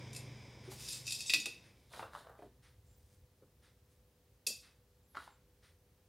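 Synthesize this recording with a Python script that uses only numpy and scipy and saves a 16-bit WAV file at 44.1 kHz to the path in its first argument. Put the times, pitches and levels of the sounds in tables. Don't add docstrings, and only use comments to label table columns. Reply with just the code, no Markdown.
import sys
import numpy as np
from scipy import signal
from scipy.fft import rfft, irfft, next_fast_len
from scipy.io import wavfile
from scipy.ndimage import uniform_filter1d

SR = 44100
rng = np.random.default_rng(int(sys.argv[2]) if len(sys.argv) > 2 else 0)


def materialize(psi):
    bounded = np.clip(np.atleast_2d(psi).T, -1, 1)
    quanta = np.round(bounded * 32767).astype(np.int16)
    wavfile.write(sys.argv[1], SR, quanta)


N = 268216
TIME = np.arange(N) / SR

# frequency in Hz, relative level in dB per Hz.
HISS_COLOUR = [(88, -31), (150, -2), (332, -8), (462, -9.5), (500, -6), (656, -13.5), (1060, -17),
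               (1450, -20.5), (1630, -19), (2230, -21.5), (4930, -22.5), (6600, -24), (7270, -24.5),
               (8010, -25), (15500, -24)]
HISS_DB = -74.5
# frequency in Hz, relative level in dB per Hz.
RUMBLE_COLOUR = [(15, -61), (25, -27.5), (36, -17), (54, 2.5), (102, -1.5), (129, -7), (173, -19),
                 (200, -20.5), (260, -47), (440, -120)]
RUMBLE_DB = -70
# start in seconds, length in seconds, level in dB.
RUMBLE_SWELLS = [(0, 0.89, -65.5), (2.6, 0.63, -67)]
RUMBLE_RISE_DB_PER_S, RUMBLE_FALL_DB_PER_S = 120, 71
# frequency in Hz, level in dB rms.
FAN_TONES = [(496, -82.5), (402, -87.5)]
# frequency in Hz, relative level in dB per Hz.
SIDE_NOISE_COLOUR = [(18, -32), (30, -5), (117, -2), (307, -7), (389, -3), (467, -9), (2990, -9),
                     (15500, -13)]
# frequency in Hz, time to fall 60 dB in seconds.
ROOM_DECAY = [(150, 0.75), (500, 0.16), (1500, 0.39), (3500, 0.45), (7000, 0.3), (14000, 0.33)]
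EDGE_HZ = 15900

# start in seconds, level in dB.
CLOCK_TICKS = [(0.63, -63.5), (1.63, -68.5), (2.62, -68), (3.618, -70), (4.619, -66.5), (5.62, -68.5)]
# frequency in Hz, relative level in dB per Hz.
TICK_COLOUR = [(600, -13.5), (1300, -5), (2000, -3), (2700, -9), (3700, -6.5), (4500, -9), (5500, -10),
               (7500, -19), (9500, -10), (12000, -31)]

# multiple of the shaft speed, level in dB rms before the surges act on it.
HUM_ORDERS = [(4, -62.5), (5, -53.5), (6, -61.5), (9, -69)]
SHAFT_HZ = 24.63
# start in seconds, length in seconds, gain in dB.
HUM_SURGES = [(0, 0.31, 1.5), (0.67, 0.023, 0), (1.02, 0.031, -4)]
SURGE_RISE_DB_PER_S, SURGE_FALL_DB_PER_S = 100, 60
HUM_REST_DB, HUM_FADE_DB_PER_S = -12.5, 4
# frequency in Hz, relative level in dB per Hz.
AIR_COLOUR = [(60, -8), (200, -1.5), (500, -6), (780, -13.5), (1000, -10.5), (1250, -20.5), (1900, -14.5),
              (2330, -7.5), (2700, -20.5), (3550, -14.5), (4500, -27.5), (4980, -10.5), (5700, -19.5),
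              (8000, -30), (9200, -29.5), (11000, -46.5)]
AIR_DB, AIR_SAG_DB_PER_S, AIR_BEND_S, AIR_FALL_DB_PER_S = -54.5, 7.5, 1.63, 30

# start in seconds, length in seconds, level in dB.
BRUSHES = [(0.716, 0.0036, -53), (0.8, 0.18, -55.5), (1.05, 0.47, -68)]
BRUSH_RISE_DB_PER_S, BRUSH_FALL_DB_PER_S = 918, 143
# frequency in Hz, relative level in dB per Hz.
CLOTH_COLOUR = [(60, -16), (220, 0), (450, -9), (700, -12), (1300, -1), (3000, 5.5), (6000, 5.5),
                (10000, 3.5), (13000, 0), (16000, -9.5)]

# start in seconds, length in seconds, level in dB.
THREADINGS = [(2.87, 0.23, -80.5), (3.125, .025, -75.5), (3.915, 0.013, -79)]
THREAD_RISE_DB_PER_S, THREAD_FALL_DB_PER_S = 253, 219
# frequency in Hz, relative level in dB per Hz.
WIRE_COLOUR = [(1500, -6.5), (4000, -4.5), (6000, -3), (7400, -5), (8300, -2), (9500, -2.5), (11500, -10.5),
               (16000, -10)]
# start in seconds, length in seconds,
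# mean pitch at the start in Hz, mean pitch at the end in Hz, level in dB rms.
SQUEAKS = [(2.822, 0.19, 7300, 7390, -84.5), (2.951, 0.054, 15400, 14530, -79),
           (5.018, 0.072, 7440, 7480, -90), (5.058, 0.11, 11560, 11070, -79),
           (5.276, 0.11, 7450, 7370, -84)]

# start in seconds, length in seconds, level in dB.
RUBS = [(1.78, .14, -81.5), (1.932, 0.071, -60.5), (2.14, 0.054, -65.5), (2.385, .06, -79),
        (5.168, 0.077, -67.5)]
RUB_RISE_DB_PER_S, RUB_FALL_DB_PER_S = 492, 264
# frequency in Hz, relative level in dB per Hz.
RUB_COLOUR = [(800, -6), (2000, -1), (3800, 12.5), (6000, 2), (8000, 1.5), (9500, 7), (12000, -2.5),
              (16000, -10)]
# start in seconds, level in dB, pitch of the box there in Hz.
PUSHES = [(1.927, -57, 900), (1.996, -56.5, 845), (2.15, -58, 1040), (2.272, -60, 907), (5.164, -62, 1270),
          (5.279, -97, 1078)]
PUSH_RISE_DB_PER_S, PUSH_HOLD_S, PUSH_FALL_DB_PER_S = 898, 0.029, 151
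# frequency in Hz, relative level in dB per Hz.
SCRAPE_COLOUR = [(30, -46), (100, 5), (300, -7.5), (600, 5.5), (1200, 1), (1800, -1), (2600, -27),
                 (4000, -34), (7000, -28)]
SCRAPE_HZ = 1000

# start in seconds, level in dB, pitch of the knock in Hz.
KNOCKS = [(0.677, -50.5, 356), (0.7163, -55, 1000), (1.338, -54.5, 299), (1.458, -57.5, 1100),
          (1.462, -56, 472), (1.935, -55, 1900), (1.994, -43.5, 920), (2.0268, -45, 1020),
          (2.133, -56, 1490), (2.150, -45.5, 1270), (2.269, -57.5, 1000), (2.39, -55, 700),
          (2.422, -53, 588), (2.441, -58.5, 410), (3.421, -61, 460), (4.47, -55.5, 445),
          (4.501, -58.5, 557), (5.148, -59, 1520), (5.152, -51, 1380), (5.165, -56.5, 1820),
          (5.17, -41.5, 1230), (5.277, -54.5, 1266)]
# multiple of its pitch, relative level in dB per Hz.
KNOCK_COLOUR = [(.03, -41.5), (.1, -23), (.3, -10), (.6, 1), (1, 6), (1.3, -3), (1.9, -16), (3, -15),
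                (5, -29.5), (12, -44.5)]
KNOCK_DEAD_T60_S, KNOCK_T60_S, KNOCK_REFERENCE_HZ, KNOCK_DAMPING = 0.019, 0.13, 400, 2.9

# frequency in Hz, relative level in dB.
FIRST_BANGLE_MODES = [(1954, -19.0), (2707, -12.5), (2534, -3), (2631, -1.0), (3440, -7.5), (3557, -18.0),
                      (3727, -3.5), (4307, -19), (4443, -13.0), (4735, -3.5), (4919, -8.5), (5329, -11.0),
                      (5857, -14.0), (6068, -17), (6358, -16.5), (6621, -16), (6763, -17.5), (6989, -16.0),
                      (7164, -20.0), (7269, -11.0), (7640, -8.5), (7843, -20.5), (8094, -21.5),
                      (8703, -18.0), (8973, -14.5), (9332, -20.0), (10749, -26), (11402, -25.5)]
SECOND_BANGLE_MODES = [(2634, 0.5), (3741, -2), (4525, -12), (4709, -2.5), (4932, -3), (5058, -1.5),
                       (5251, -7.5), (5324, -7), (5743, -8.5), (6063, -5.5), (6617, -2.5), (6988, -5),
                       (7079, -1), (7670, -9), (8086, -11.5), (8597, -2.5), (9363, -8.5), (9516, -10),
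                       (9644, -6.5), (9728, -6), (9847, -11.5), (11095, -13.5), (11282, -7), (11776, -13),
                       (12010, -12), (12858, -10.5)]
# frequency in Hz, relative level in dB per Hz.
CRACK_COLOUR = [(120, -23), (400, -16.5), (900, -25), (1500, -11), (2300, -6), (4800, 10), (7000, -2.5),
                (9500, 1), (13000, -8.5), (16000, -15.5)]
# start in seconds, length in seconds, level in dB.
GRAZES = [(0.8, 0.043, -54), (0.868, .08, -47.5), (1.08, .065, -44.5), (1.2, .025, -50), (1.272, .1, -46),
          (1.47, 0.013, -61)]
GRAZE_RISE_DB_PER_S, GRAZE_FALL_DB_PER_S = 450, 230.5
# frequency in Hz, relative gain in dB.
GRAZE_COLOUR = [(1500, -16.5), (2600, -5), (3700, -0.5), (4600, -5), (5300, 3.5), (7300, -4.5), (9300, -1),
                (10500, -6), (16000, -7)]
# start in seconds, level in dB, glance from 0 square-on to 1 skimming,
# share of the second bangle's power from 0 to 1.
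CLINKS = [(0.130, -53.5, 1, .4), (0.148, -51.5, 0.24, 0.9), (0.162, -45.5, 0.59, 0.5),
          (0.805, -55, 0.5, 0.4), (0.885, -44.5, 0.81, 0.3), (0.928, -46, 1, 0.15), (1.067, -45, 0.48, 0.5),
          (1.078, -44.5, 0.14, 0), (1.106, -41, 0.43, 0.34), (1.121, -38, 0.7, 0.3),
          (1.205, -42, 0.54, 0.13), (1.296, -32.5, 0, .03), (1.301, -30.5, 0, 0), (1.336, -24.5, 0.0044, 0),
          (1.342, -29, 0.045, .05), (1.399, -42, 0.54, .2), (1.457, -36.5, 0.2, 0.17),
          (4.466, -35.5, .44, .99), (4.469, -33, 0.73, 0.7)]
CLINK_TILT_DB = (-5.5, 10.5)
CLINK_CRACK_DB = (-5.5, -1)
CLINK_RISE_S = (0.00036, 0.0019)
CLINK_ROOM_DB = (-6.5, -1)


def gain_of(db):
    return 10 ** (np.asarray(db) / 20)


def evened(x):
    return x / np.sqrt(np.mean(x ** 2) + 1e-20)


def struck(x):
    return x / np.sqrt(np.mean(x[:SR // 100] ** 2) + 1e-20)


def read(points, hz):
    f, value = np.transpose(points)
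    return np.interp(np.log(hz + 1e-3), np.log(f), value)


def coloured(x, spectrum, scale=1, tilt_db=0):
    size = next_fast_len(len(x))
    hz = np.fft.rfftfreq(size, 1 / SR)
    octaves = np.log2(np.clip(hz, 1000, 7000) / 1000)
    gain = gain_of(read(spectrum, hz / scale) + tilt_db * octaves)
    return evened(irfft(rfft(x, size) * gain, size)[:len(x)])


def noise(spectrum, size=N, scale=1, tilt_db=0):
    return coloured(rng.standard_normal(size), spectrum, scale, tilt_db)


def grains(per_s, spread_db):
    size = gain_of(spread_db * np.minimum(rng.exponential(1, N), 3))
    return size * rng.choice([-1, 1], N) * (rng.random(N) < per_s / SR)


def add(mix, s, sound):
    part = mix[max(round(s * SR), 0):][:len(sound)]
    part += sound[:len(part)]


def strokes(rows, rise_db_per_s, fall_db_per_s):
    power = 0
    for start, length, db in rows:
        early = np.maximum(start - TIME, 0)
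        late = np.maximum(TIME - start - length, 0)
        stroke_db = np.maximum(db - rise_db_per_s * early - fall_db_per_s * late, -200)
        power = power + gain_of(stroke_db) ** 2
    return np.sqrt(power)


def tones(lines, waver_hz):
    knots, out = np.arange(0, N / SR + 1, 1 / 10), 0
    for hz, db in lines:
        drift = waver_hz * np.interp(TIME, knots, rng.standard_normal(len(knots)))
        turns = np.cumsum(hz + drift) / SR + rng.random()
        out = out + gain_of(db) * np.sqrt(2) * np.sin(2 * np.pi * turns)
    return out


def room_tone():
    swells = strokes(RUMBLE_SWELLS, RUMBLE_RISE_DB_PER_S, RUMBLE_FALL_DB_PER_S)
    rumble = np.hypot(gain_of(RUMBLE_DB), swells) * noise(RUMBLE_COLOUR)
    hiss = gain_of(HISS_DB) * noise(HISS_COLOUR)
    return hiss + rumble + tones(FAN_TONES, waver_hz=4.3)


def room(x, gap=0.0069, early_db=5, early_s=0.026):
    size = SR * 3 // 4
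    t = np.arange(size) / SR
    echoes = rng.choice([-1., 1.], size) * (rng.random(size) < 4000 / SR) * (t > gap)
    echoes = echoes * gain_of(early_db * np.exp(-t / early_s))
    hz, when, bands = signal.stft(echoes, SR, nperseg=256)
    decay = gain_of(-60 * when / read(ROOM_DECAY, hz)[:, None])
    tail = signal.istft(bands * decay, SR, nperseg=256)[1]
    return signal.oaconvolve(x, tail / np.linalg.norm(tail))[:N]


def moving_room(x, turns_per_s=4, count=3):
    phase = turns_per_s * TIME + np.arange(count)[:, None] / count
    weights = np.cos(np.pi * phase) * np.sqrt(2 / count)
    return sum(room(w * x) for w in weights)


def clock(rise=0.032):
    out, t = np.zeros(N), np.arange(2 ** 14) / SR
    puff = t / rise * np.exp(1 - t / rise)
    for s, db in CLOCK_TICKS:
        add(out, s, gain_of(db) * noise(TICK_COLOUR, size=len(t)) * puff)
    return out


def motor():
    wander = 0.059 * np.sin(2 * np.pi * (0.9 * TIME + rng.random()))
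    turns = SHAFT_HZ * TIME + wander
    hum = sum(gain_of(db) * np.sqrt(2) * np.cos(2 * np.pi * round(order) * turns) for order, db in HUM_ORDERS)
    surging = strokes(HUM_SURGES, SURGE_RISE_DB_PER_S, SURGE_FALL_DB_PER_S)
    lingering = gain_of(HUM_REST_DB - HUM_FADE_DB_PER_S * TIME)
    air_db = AIR_DB - AIR_SAG_DB_PER_S * TIME - AIR_FALL_DB_PER_S * np.maximum(TIME - AIR_BEND_S, 0)
    return np.hypot(surging, lingering) * hum + gain_of(air_db) * noise(AIR_COLOUR)


def brush():
    pressure = strokes(BRUSHES, BRUSH_RISE_DB_PER_S, BRUSH_FALL_DB_PER_S)
    return pressure * coloured(grains(6000, 2), CLOTH_COLOUR)


def wire(waver=0.017):
    drag = strokes(THREADINGS, THREAD_RISE_DB_PER_S, THREAD_FALL_DB_PER_S)
    out = drag * coloured(grains(2500, 4.3), WIRE_COLOUR)
    for s, length, start_hz, end_hz, db in SQUEAKS:
        size = round(length * SR)
        wobble = evened(uniform_filter1d(rng.standard_normal(size), size=64))
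        hz = np.linspace(start_hz, end_hz, size) * (1 + waver * wobble)
        squeak = np.hanning(size) * np.sin(2 * np.pi * np.cumsum(hz) / SR)
        add(out, s, gain_of(db) * evened(squeak))
    return out


def rummage():
    pressure = strokes(RUBS, RUB_RISE_DB_PER_S, RUB_FALL_DB_PER_S)
    out = pressure * coloured(grains(3000, 3.78), RUB_COLOUR)
    rolling = grains(700, 2.6)
    for s, db, hz in PUSHES:
        speed = strokes([(s, PUSH_HOLD_S, db)], PUSH_RISE_DB_PER_S, PUSH_FALL_DB_PER_S)
        out = out + speed * coloured(rolling, SCRAPE_COLOUR, scale=hz / SCRAPE_HZ)
    return out


def knocks(tone_db=-8):
    out, t = np.zeros(N), np.arange(2 ** 13) / SR
    for s, db, hz in KNOCKS:
        t60 = KNOCK_DEAD_T60_S + KNOCK_T60_S * (KNOCK_REFERENCE_HZ / hz) ** KNOCK_DAMPING
        hollowness = np.interp(hz, [380, 700], [1, 0])
        hollow = gain_of(tone_db) * hollowness * np.sin(2 * np.pi * hz * t)
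        body = noise(KNOCK_COLOUR, size=len(t), scale=hz) + hollow
        envelope = gain_of(-60 * t / t60) * (1 - np.exp(-t / 0.00058))
        add(out, s, gain_of(db) * struck(body * envelope))
    return out


def ring(modes, t, tilt_db, t60=.1, damping=0.14, spread_db=0.0):
    hz, db = np.transpose(modes)[:, :, None]
    octaves = np.log2(np.minimum(hz, 7000) / hz.min())
    db = db + tilt_db * octaves + spread_db * octaves * rng.standard_normal(hz.shape)
    hz = hz * (1 + .002 * rng.standard_normal(hz.shape))
    decay = np.exp(-t * (np.log(1000) / t60 * 2 ** (damping * octaves)))
    waves = np.sin(2 * np.pi * (hz * t + rng.random(hz.shape)))
    return struck((gain_of(db) * decay * waves).sum(0))


def slide(rasp_db=-5, first_tilt_db=7, second_tilt_db=0, count=20):
    t, jingle = np.arange(2 ** 12) / SR, 0
    for k in range(count):
        modes, tilt_db = (FIRST_BANGLE_MODES, first_tilt_db) if k % 4 else (SECOND_BANGLE_MODES, second_tilt_db)
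        tap = ring(modes, t, tilt_db, t60=.08, spread_db=4)
        jingle = jingle + signal.oaconvolve(grains(11, 2.1), tap)[:N]
    rasp = gain_of(rasp_db) * coloured(grains(1500, 4), CRACK_COLOUR)
    pressure = strokes(GRAZES, GRAZE_RISE_DB_PER_S, GRAZE_FALL_DB_PER_S)
    return pressure * coloured(evened(jingle) + rasp, GRAZE_COLOUR)


def clinks(crack_t60=0.033, first_t60=.072, second_t60=0.09):
    direct, room_feed, t = np.zeros(N), np.zeros(N), np.arange(2 ** 13) / SR
    by_glance = (CLINK_TILT_DB, CLINK_CRACK_DB, CLINK_RISE_S, CLINK_ROOM_DB)
    for s, db, glance, share in CLINKS:
        share = np.clip(share, 0, 1)
        tilt_db, crack_db, rise, room_db = (np.interp(glance, [0, 1], ends) for ends in by_glance)
        spread_db = np.interp(db, [-42, -34], [3, 1])
        first = ring(FIRST_BANGLE_MODES, t, tilt_db, t60=first_t60, spread_db=spread_db)
        second = ring(SECOND_BANGLE_MODES, t, tilt_db, t60=second_t60, spread_db=spread_db)
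        hit = noise(CRACK_COLOUR, size=len(t), tilt_db=0.57 * tilt_db - 1)
        crack = struck(hit * gain_of(-60 * t / crack_t60))
        ringing = np.sqrt(1 - share) * first + np.sqrt(share) * second
        blow = ringing + gain_of(crack_db) * crack
        blow = gain_of(db) * struck(blow * (1 - np.exp(-t / rise)))
        add(direct, s, blow)
        add(room_feed, s, gain_of(room_db) * blow)
    return direct, room_feed


def scene(slide_wet_db=-4, box_wet_db=-3, side_db=-41, side_noise_db=-84):
    metal, metal_feed = clinks()
    graze = slide()
    box = knocks() + rummage()
    echoes = moving_room(metal_feed + gain_of(slide_wet_db) * graze + gain_of(box_wet_db) * box)
    mid = metal + graze + box + echoes + wire() + brush() + motor() + clock() + room_tone()
    side = gain_of(side_db) * room(mid) + gain_of(side_noise_db) * noise(SIDE_NOISE_COLOUR)
    return np.array([mid + side, mid - side])


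def record(dry, low_cut_hz=42):
    bass_cut = signal.butter(4, low_cut_hz, "high", fs=SR, output="sos")
    thin = signal.sosfilt(bass_cut, dry)
    band_limit = signal.firwin(511, EDGE_HZ, window=("kaiser", 9), fs=SR)
    return signal.oaconvolve(thin, band_limit[None], "same")


dry = scene()
out = record(dry)
materialize(out)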